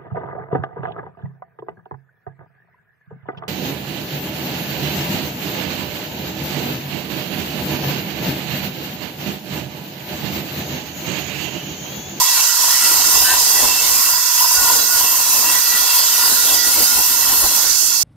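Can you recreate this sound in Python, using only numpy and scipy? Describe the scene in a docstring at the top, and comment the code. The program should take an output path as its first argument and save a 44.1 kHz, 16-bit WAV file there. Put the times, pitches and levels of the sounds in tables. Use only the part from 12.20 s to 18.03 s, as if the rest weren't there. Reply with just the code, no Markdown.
"""Right in front of a two-port microphone, a handheld circular saw cuts a thick aluminium blade.
The teeth scrape at random and keep the steel disc and the workpiece ringing; the hand's feed swells and eases the bite.
Friction locks disc modes into held tones and, for a moment, a squeal; the workpiece chatters once a turn.
Chips hiss out of the kerf in filtered noise, and the air thrown by the disc buffets the microphone in lumps."""
import sys
import numpy as np
from scipy import signal
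from scipy.fft import rfft, irfft, next_fast_len
from scipy.io import wavfile
from scipy.ndimage import uniform_filter1d, map_coordinates

SR = 44100
rng = np.random.default_rng(int(sys.argv[2]) if len(sys.argv) > 2 else 0)


def pcm_store(signal):
    """Save signal as 16-bit PCM."""
    levels = np.round(np.clip(np.atleast_2d(signal), -1, 1) * 32767)
    wavfile.write(sys.argv[1], SR, levels.astype(np.int16).T)


N = 257141  # length in samples

# how hard the hand drives the saw, heard as the strength of the draught: (time [s], relative level [dB])
FEED_CURVE = [(0, -49), (0.55, -40.3), (0.75, -34.5), (1.2, -36.9), (1.46, -30), (1.65, -35), (2.1, -46),
              (2.4, -37.5), (2.6, -32.5), (2.95, -39.5), (3.27, -33.5), (3.8, -43), (4.3, -33.5),
              (4.6, -35), (5.0, -37), (5.25, -33.5), (5.5, -38), (5.83, -43.5)]
# the disc digs in: (time [s], half length [s], extra chatter [dB], extra draught [dB])
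DIG_INS = [(.01, 0.03, 6, 7), (.09, .03, 4.5, 0), (.18, .04, 3.5, 0), (.46, 0.1, 3.5, 1),
           (.72, 0.031, 1.5, 5), (.96, 0.043, 3, 4), (1.13, .06, 5, 3.5), (1.44, 0.032, 6, 3),
           (1.91, 0.063, 3.5, 1), (2.23, .06, 4.5, -6), (2.38, .05, 3, 4), (2.5, 0.03, 7, -1),
           (3.01, 0.026, 2, -2), (3.55, .05, 0, 6), (4.02, 0.13, 4.5, -2), (4.12, .04, 3.5, 6),
           (4.32, 0.045, 7, 2), (4.59, 0.061, 0, 6), (4.79, 0.036, 4.5, 6.5), (5.25, .04, 0, 4)]


def amp(db):
    """Decibels to gain."""
    return 10 ** (np.asarray(db) / 20)


def unit(x):
    """Scale to rms 1."""
    return x / np.sqrt(np.mean(x ** 2) + 1e-20)


def along(points, hz):
    """Join (frequency [Hz], value) points on a log frequency axis."""
    f, v = np.transpose(points)
    return np.interp(np.log(hz + 1), np.log(f + 1), v)


def curves(rows):
    """One value per sample for each column after the time."""
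    s, *cols = np.transpose(rows)
    return [np.interp(np.arange(N) / SR, s, c) for c in cols]


def swells(rows):
    """Smooth bumps from (time [s], half length [s], height, ..) rows: one curve for each height column."""
    rows = np.array(rows, float)
    t = np.arange(N) / SR
    total = np.zeros((rows.shape[1] - 2, N))
    for s, half, *heights in rows:
        near = np.abs(t - s) < half
        bump = np.cos(np.pi / 2 * (t[near] - s) / half) ** 2
        total[:, near] += np.outer(heights, bump)
    return total


def wobble(rate):
    """A smooth random curve, rate knots a second."""
    knots = rng.standard_normal(int(N * rate / SR) + 4)
    coarse = np.arange(0, N, 16)  # spline every 16th sample, straight lines between
    return np.interp(np.arange(N), coarse, map_coordinates(knots, [coarse * rate / SR]))


def filtered(x, response):
    """Shape the spectrum of x by a response of frequency."""
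    m = next_fast_len(N + 8192)
    return irfft(rfft(x, m) * response(np.fft.rfftfreq(m, 1 / SR)), m)[..., :N]


def panned(db):
    """Left and right gains of constant power for a left-minus-right level in dB."""
    ratio = amp(db)
    return np.array([ratio, np.ones_like(ratio)]) * np.sqrt(2 / (1 + ratio ** 2))


def ports(pair):
    """Each microphone port has its own colour and delay."""
    # (frequency [Hz], left minus right level [dB])
    balance = [(60, -4), (150, -2.5), (330, -7), (700, -4), (1000, -.3), (1450, -2.5), (2700, -.5),
               (4300, -9), (6400, -9), (8300, 0), (9400, 6), (11200, -3), (12100, -5), (14500, 0)]
    # (frequency [Hz], phase by which the left leads [rad])
    lead = [(3500, 0), (5000, 1.84), (6300, 3.5), (7000, 3.5), (8200, 8), (9200, 9.5), (10500, 9.5),
            (12100, 10.5), (13300, 13.5), (15000, 14.5)]

    def response(hz):
        half_leads = np.outer([0.5, -0.5], along(lead, hz))
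        return panned(along(balance, hz)) * np.exp(1j * half_leads)
    return filtered(pair, response)


def scrape(patchy_db):
    """Two random forces whose strength drifts from band to band, as the contact wanders."""
    z = signal.stft(rng.standard_normal((2, N)), nperseg=1024)[2]
    field = rng.standard_normal(z.shape[1:])
    field = uniform_filter1d(field, size=5, axis=0)  # across frequency
    field = uniform_filter1d(field, size=12, axis=1)  # across time
    return signal.istft(z * amp(patchy_db * unit(field)), nperseg=1024)[1][:, :N]


def ring(force, modes, bed):
    """A force through resonances and a broad noise bed, as both ports hear it; the middle has rms 1."""
    # how alike the ports sound: (frequency [Hz], likeness [0-1])
    likeness = [(100, .05), (300, 0.074), (700, 0.3), (1000, 1), (1280, 0.49), (2000, 0.31), (2700, 0.82),
                (3400, .35), (4500, 0.27), (6500, 0.29), (10000, 0.17), (15000, 0.18)]

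    def response(hz):
        power = amp(along(bed, hz)) ** 2 if bed else 0
        for centre, width, db in modes:
            detuning = 2 * (hz - centre) / width
            power = power + (amp(db) / (1 + (np.sqrt(2) - 1) * detuning ** 2)) ** 2  # -3 dB at the width
        turn = np.arccos(np.clip(along(likeness, hz), -1, 1)) / 2
        return np.sqrt(power) * np.array([np.cos(turn), np.sin(turn)])
    mid, side = filtered(force, response)
    pair = ports(np.array([mid + side, mid - side]))
    return pair / np.std(pair.mean(axis=0))


def bent(pair, shift):
    """Glide every resonance by a shift in per cent, by reading the sound faster or slower."""
    place = np.cumsum(1 + shift / 100)
    fine = signal.resample_poly(pair, 2, 1, axis=1)  # doubled rate keeps the treble clean
    return np.array([map_coordinates(side, [2 * place], mode="mirror") for side in fine])


def tone(hz, shift, jitter_hz, flutter_db):
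    """A self-excited vibration of rms 1, unsteady in pitch and strength; shift in per cent."""
    pitch = hz * (1 + shift / 100) + jitter_hz * wobble(70)
    wave = np.sin(2 * np.pi * np.cumsum(pitch) / SR)
    return unit(amp(flutter_db * wobble(16)) * wave)


def hand():
    """What the hand does: feed in dB about its mean, easing off 0-1, withdrawal 0-1."""
    # the whole cut slackens: (time [s], half length [s], depth [0-1])
    eases = [(.09, 0.068, 0.3), (.33, 0.15, 1), (.57, .05, 0.54), (1.56, 0.1, 0.73), (1.69, 0.061, 0.4),
             (2.02, 0.25, 0.58), (2.68, 0.14, 0.97), (2.93, 0.09, 0.26), (3.44, 0.14, 0.9),
             (3.64, 0.034, 0.3), (4.21, 0.067, 0.4), (4.41, .07, 0.9), (4.69, 0.054, 0.52),
             (4.85, .03, 0.25), (4.99, .08, 0.8)]
    withdraw_s, withdraw_length_s = 5.23, 0.25  # the saw swings back out of the cut
    feed_db, = curves(FEED_CURVE)
    withdrawn = np.clip((np.arange(N) / SR - withdraw_s) / withdraw_length_s, 0, 1)
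    return feed_db - feed_db.mean(), swells(eases)[0], withdrawn


def draught(feed_db, ease):
    """Air flung off the disc rushes through the guard and reaches the ports in lumps."""
    # hollows of the disc guard, blown by the draught: (frequency [Hz], width [Hz], relative level [dB per Hz])
    guard_modes = [(335, 57, -0.5), (460, 59, 0), (587, 46, -1), (770, 92, 0)]
    # broad rush and low buffeting: (frequency [Hz], relative level [dB per Hz])
    gust_bed = [(40, -6), (160, -8), (240, -1), (550, -7.5), (800, -0.5), (1300, -12), (3000, -58)]
    thump_bed = [(15, -22), (35, -1.5), (60, 3.5), (100, -3.5), (180, -33), (500, -60)]
    dig_db = swells(DIG_INS)[1]
    lumps = wobble(20)
    gust_db = curves(FEED_CURVE)[0] - 1.3 + dig_db - 4.3 * ease + 1.1 * lumps
    thump_db = -49.6 + 0.75 * feed_db + dig_db - 9 * ease + 2.6 * lumps
    gust = ring(amp(1.3 * wobble(35)) * scrape(patchy_db=2), guard_modes, gust_bed)
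    thump = ring(amp(2.0 * wobble(18)) * scrape(patchy_db=2.2), [], thump_bed)
    return amp(gust_db) * gust + amp(thump_db) * thump


def chips(turns, feed_db, ease, withdrawn):
    """Tiny chips tear off in uneven spurts and hiss out of the kerf, the more the harder the feed."""
    # resonances of the kerf: (frequency [Hz], width [Hz], relative level [dB per Hz])
    kerf_modes = [(8330, 180, -12.5), (8985, 53, -3), (9420, 210, -11), (9675, 144, -12), (10100, 210, -9),
                  (10840, 77, -8), (11300, 70, -20), (14790, 90, -15)]
    # broad hiss: (frequency [Hz], relative level [dB per Hz])
    chip_bed = [(6000, -40.5), (8500, -12), (10500, -13.5), (11600, -9), (13000, -11), (14200, -13.5),
                (15600, -15.5)]
    hiss_db = -20.0 + 0.13 * feed_db - 4.3 * ease - 1.1 * withdrawn + 0.66 * wobble(14)
    pan_db = 1.1 - 3.7 * ease - 4.8 * withdrawn + 0.52 * wobble(14)
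    once_a_turn = 0.5 * np.cos(2 * np.pi * turns)
    spurts = amp(once_a_turn + 0.34 * wobble(600) + 0.95 * wobble(30))
    hiss = ring(spurts * scrape(patchy_db=1.55), kerf_modes, chip_bed)
    return amp(hiss_db) * panned(pan_db) * hiss


def knocks(turns, scatter_db, t60):
    """The high side of the disc strikes once a turn, each time with another strength."""
    chatter_hz = 1004
    at = np.flatnonzero(np.diff(np.floor(turns)))
    blows = np.zeros(N)
    blows[at] = amp(scatter_db * np.clip(rng.standard_normal(len(at)), -2, 1.5))
    t = np.arange(SR // 10) / SR
    struck = amp(-60 * t / t60) * np.sin(2 * np.pi * chatter_hz * t)
    knock = unit(signal.fftconvolve(blows, struck)[:N])
    return ports(np.array([knock, knock]))


def workpiece(turns, ease):
    """The aluminium rings under the teeth; the disc's run-out makes it chatter once a turn."""
    # depth of the bite, heard as the level of the chatter: (time [s], relative level [dB])
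    bite_curve = [(0, -23.5), (0.6, -26.5), (1.1, -25.5), (1.7, -27), (2.4, -25), (3.5, -27.5),
                  (4.05, -29.5), (4.9, -31), (5.35, -27), (5.55, -39), (5.83, -36)]
    # strength of the ringing workpiece: (time [s], relative level [dB])
    ring_curve = [(0, -27), (0.65, -24.5), (1.1, -25.8), (1.65, -26), (2.25, -28.5), (2.55, -26),
                  (2.95, -27.5), (3.7, -26), (4.45, -26.5), (4.9, -27.3), (5.3, -26.5), (5.83, -33)]
    # resonances: (frequency [Hz], width [Hz], relative level [dB per Hz])
    chatter_modes = [(954, 50, -7), (1006, 21, -4.5), (1086, 40, -9)]
    plate_modes = [(1293, 36, -21), (1397, 16, -7.5), (1430, 101, -12.5), (1530, 37, -14), (1660, 80, -19),
                   (1807, 130, -16), (2190, 35, -16.5), (3023, 35, -12), (3325, 23, -11.5),
                   (3380, 18, -5.5), (3670, 54, -10), (3953, 19, -3.5), (4184, 83, -7.5), (4370, 13.4, -4)]
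    # broad scraping between the resonances: (frequency [Hz], relative level [dB per Hz])
    chatter_bed = [(300, -58), (600, -22), (800, -23.5), (1100, -25), (1300, -26), (2000, -70)]
    plate_bed = [(700, -33.5), (1200, -19), (1600, -22), (2400, -21.5), (3200, -16.5), (4200, -17.5),
                 (5200, -35), (7000, -80)]
    chatter_db = curves(bite_curve)[0] + swells(DIG_INS)[0] - 4.5 * ease + 0.94 * wobble(45)
    ring_db = curves(ring_curve)[0] - 1.9 * ease + 0.65 * wobble(16)
    bite = amp(-2.5 * (turns % 1) + 1.7 * wobble(110))  # sets in sharply, eases through the turn
    chatter = ring(bite * scrape(patchy_db=2), chatter_modes, chatter_bed)
    plate = ring(amp(0.79 * wobble(250)) * scrape(patchy_db=2.5), plate_modes, plate_bed)
    pounding = knocks(turns, scatter_db=4.0, t60=0.1)
    return amp(chatter_db - 5.0) * chatter + amp(chatter_db - 11.0) * pounding + amp(ring_db - 1.0) * plate


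def squeal():
    """The disc rubs the side of the kerf, binds and squeals in a few close, unsteady, rising partials."""
    # partials: (frequency at the middle of the squeal [Hz], relative level [dB])
    lines = [(1550, -28), (1669, -31), (1787, -32)]
    middle_s, half_s, boost_db, rise_percent_per_s = 1.095, 0.085, 3.5, 30
    since = np.clip(np.arange(N) / SR - middle_s, -half_s, half_s)
    rise = rise_percent_per_s * since
    partials = sum(amp(db) * tone(hz, rise, jitter_hz=16.3, flutter_db=3.0) for hz, db in lines)
    return swells([(middle_s, half_s, amp(boost_db))])[0] * partials


def locked_modes(tremble):
    """Friction locks modes into held tones that swell and fade; the teeth shake the higher ones more."""
    # held tones, half swelled at start and end: (start [s], end [s], frequency [Hz], relative level [dB])
    locked = [(0.0, 0.79, 3938, -34), (0.4, 2.6, 5200, -27.5), (0.4, 2.9, 4891, -29.5),
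              (0.45, 3, 6272, -28.5), (0.55, 2.9, 13500, -28.5), (1.019, 1.09, 2982, -30),
              (1.421, 1.65, 2170, -36.5), (2.0, 2.6, 12400, -30), (2.35, 2.79, 1445, -33),
              (2.3, 5.2, 6950, -31), (2.8, 6.3, 12091, -28), (3.0, 5, 3935, -38), (3.2, 4.7, 4861, -26),
              (3.25, 6, 4300, -34.5), (3.3, 4.1, 5865, -39), (3.3, 4.9, 12150, -24.5),
              (3.45, 3.95, 3370, -35), (3.6, 4.35, 3704, -36.5), (3.9, 4.8, 1420, -35),
              (3.9, 4.2, 12487, -38), (4.1, 6.3, 5270, -35), (4.249, 4.55, 3365, -30.5),
              (5.1, 6.4, 3360, -40)]
    t = np.arange(N) / SR
    total = np.zeros(N)
    for start, end, hz, db in locked:
        swell = np.clip(np.minimum(t - start, end - t) / 0.13 + 0.5, 0, 1)
        held = tone(hz, tremble, jitter_hz=6 + 0.00141 * hz, flutter_db=4.5)
        total += amp(db - 1.0) * swell * held
    return ports(np.array([total, total]))


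def singing(shift, withdrawn):
    """Friction feeds the low disc modes, whose rough ringing and held tones swell and fade together."""
    # the lower mode, then the upper pair: (frequency [Hz], width [Hz], relative level [dB per Hz])
    low_modes = [(1953, 59, -8), (2680, 45, 1), (2741, 14.4, 4)]
    # friction catches and lets go: (time [s], half length [s], lower mode's rise [dB], upper pair's rise [dB])
    catches = [(.09, 0.11, 13, 3), (.21, .04, -6, 7), (.29, .04, 9, -3), (.555, 0.06, 18, 0),
               (.645, 0.056, 15.5, 6), (.73, .04, 9, 4), (.99, 0.071, 11, 5), (1.13, 0.067, 13, 6),
               (1.38, .05, 13.5, 4), (1.49, .07, 3, 11), (1.58, 0.1, 1, 10), (2.2, .04, 6, 4),
               (2.87, 0.042, -1, 8), (3.275, .07, 5, 10.5), (3.36, 0.065, 11.5, -5), (3.46, .04, 6, 8),
               (3.55, 0.085, 13, 2), (3.72, 0.076, 6, 5.5), (4.03, 0.093, 7, 5), (4.22, 0.037, 9, 0),
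               (4.3, .05, 2, 8), (4.41, 0.14, 11.5, -5), (4.77, 0.054, 4, 1)]
    lower_rise_db, upper_rise_db = swells(catches)
    lower_db = -42.0 + lower_rise_db - 8 * withdrawn + 0.95 * wobble(25.04)
    upper_db = -36.5 + upper_rise_db - 4 * withdrawn + 1.0 * wobble(18)
    lower = amp(lower_db - 4.0) * ring(scrape(patchy_db=2.5), low_modes[:1], None)
    upper = amp(upper_db - 1.0) * ring(scrape(patchy_db=0.5), low_modes[1:], None)
    lower_held = amp(lower_db) * tone(low_modes[0][0], shift, jitter_hz=12.8, flutter_db=-2)
    upper_held = amp(upper_db - 7.0) * tone(low_modes[1][0], shift, jitter_hz=13.7, flutter_db=0.5)
    held = lower_held + upper_held
    return lower + upper + ports(np.array([held, held]))


def disc(shift, ease, withdrawn):
    """The steel disc whines in many modes, less to the left as the cut slackens; the top ones shrill under load."""
    # strength of the whine and of the shrill top modes: (time [s], relative level [dB])
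    whine_curve = [(0, -15.5), (1.3, -16.0), (2.05, -17.5), (2.45, -16), (2.95, -18), (4.0, -17),
                   (4.95, -18), (5.5, -17), (5.83, -17)]
    shrill_curve = [(0, -19.5), (1, -20), (1.45, -17.5), (2.4, -19.5), (2.95, -14.5), (3.6, -20),
                    (5.3, -18.5), (5.5, -28), (5.83, -27)]
    # resonances before the pitch shift: (frequency [Hz], width [Hz], relative level [dB per Hz])
    whine_modes = [(4515, 59, -12.5), (4676, 63, -11), (4863, 76, -5.5), (5214, 95, -6), (5420, 40, -6),
                   (5830, 13, 1), (5877, 62, -6), (6090, 160, -9), (6230, 40, -1), (6400, 73, -10),
                   (6640, 17, -1.5), (6830, 160, -14), (7000, 63, -4), (7280, 150, -6.5), (7600, 65, -11.5),
                   (8200, 164, -10)]
    shrill_modes = [(11930, 59, -4.5), (12090, 165, -11), (12280, 34, -2.5), (12950, 55, -7),
                    (13000, 81, -9), (13390, 130, -5)]
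    # broad scraping between the whine's modes: (frequency [Hz], relative level [dB per Hz])
    whine_bed = [(3000, -44), (4300, -17.5), (5500, -11.5), (7200, -15.5), (8200, -16.5), (9500, -50),
                 (12000, -80)]
    whine_db = curves(whine_curve)[0] - 3.0 - 2.4 * ease + 0.51 * wobble(18)
    shrill_db = curves(shrill_curve)[0] - 4.3 - 1.6 * ease + 1.0 * wobble(22)
    pan_db = 1.4 - 6.3 * ease - 4.9 * withdrawn + 1.3 * wobble(12)
    whine = bent(ring(scrape(patchy_db=1.0), whine_modes, whine_bed), shift)
    shrill = bent(ring(scrape(patchy_db=3.0), shrill_modes, None), 0.6 * shift)
    return amp(whine_db) * panned(pan_db) * whine + amp(shrill_db) * shrill


def scene():
    """One hand and one spindle, with a shared random tremble of the disc's pitch, drive the parts."""
    # slow drift of the disc modes' pitch: (time [s], pitch shift [%])
    pitch_drift = [(0, -0.58), (.6, 0.22), (1.6, 0.34), (2.5, 0.23), (3.3, -0.24), (4.2, .1), (5, -0.26),
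                   (5.83, -0.71)]
    spindle_hz = 58.57  # mean turns a second
    feed_db, ease, withdrawn = hand()
    tremble = 0.1514 * wobble(7)
    shift = curves(pitch_drift)[0] + tremble
    speed_hz = spindle_hz * (1 + 0.02 * wobble(4) + 0.0121 * wobble(60))
    turns = np.cumsum(speed_hz) / SR
    air = draught(feed_db, ease) + chips(turns, feed_db, ease, withdrawn)
    steel = squeal() + locked_modes(tremble) + singing(shift, withdrawn) + disc(shift, ease, withdrawn)
    return air + workpiece(turns, ease) + steel


def record(dry):
    """Round off the highest peaks smoothly, then keep nothing above the band limit."""
    ceiling, top_hz = 0.95, 15750
    rounded = dry / (1 + np.abs(dry / ceiling) ** 8) ** (1 / 8)
    return filtered(rounded, lambda hz: hz < top_hz)


dry = scene()
out = record(dry)
pcm_store(out)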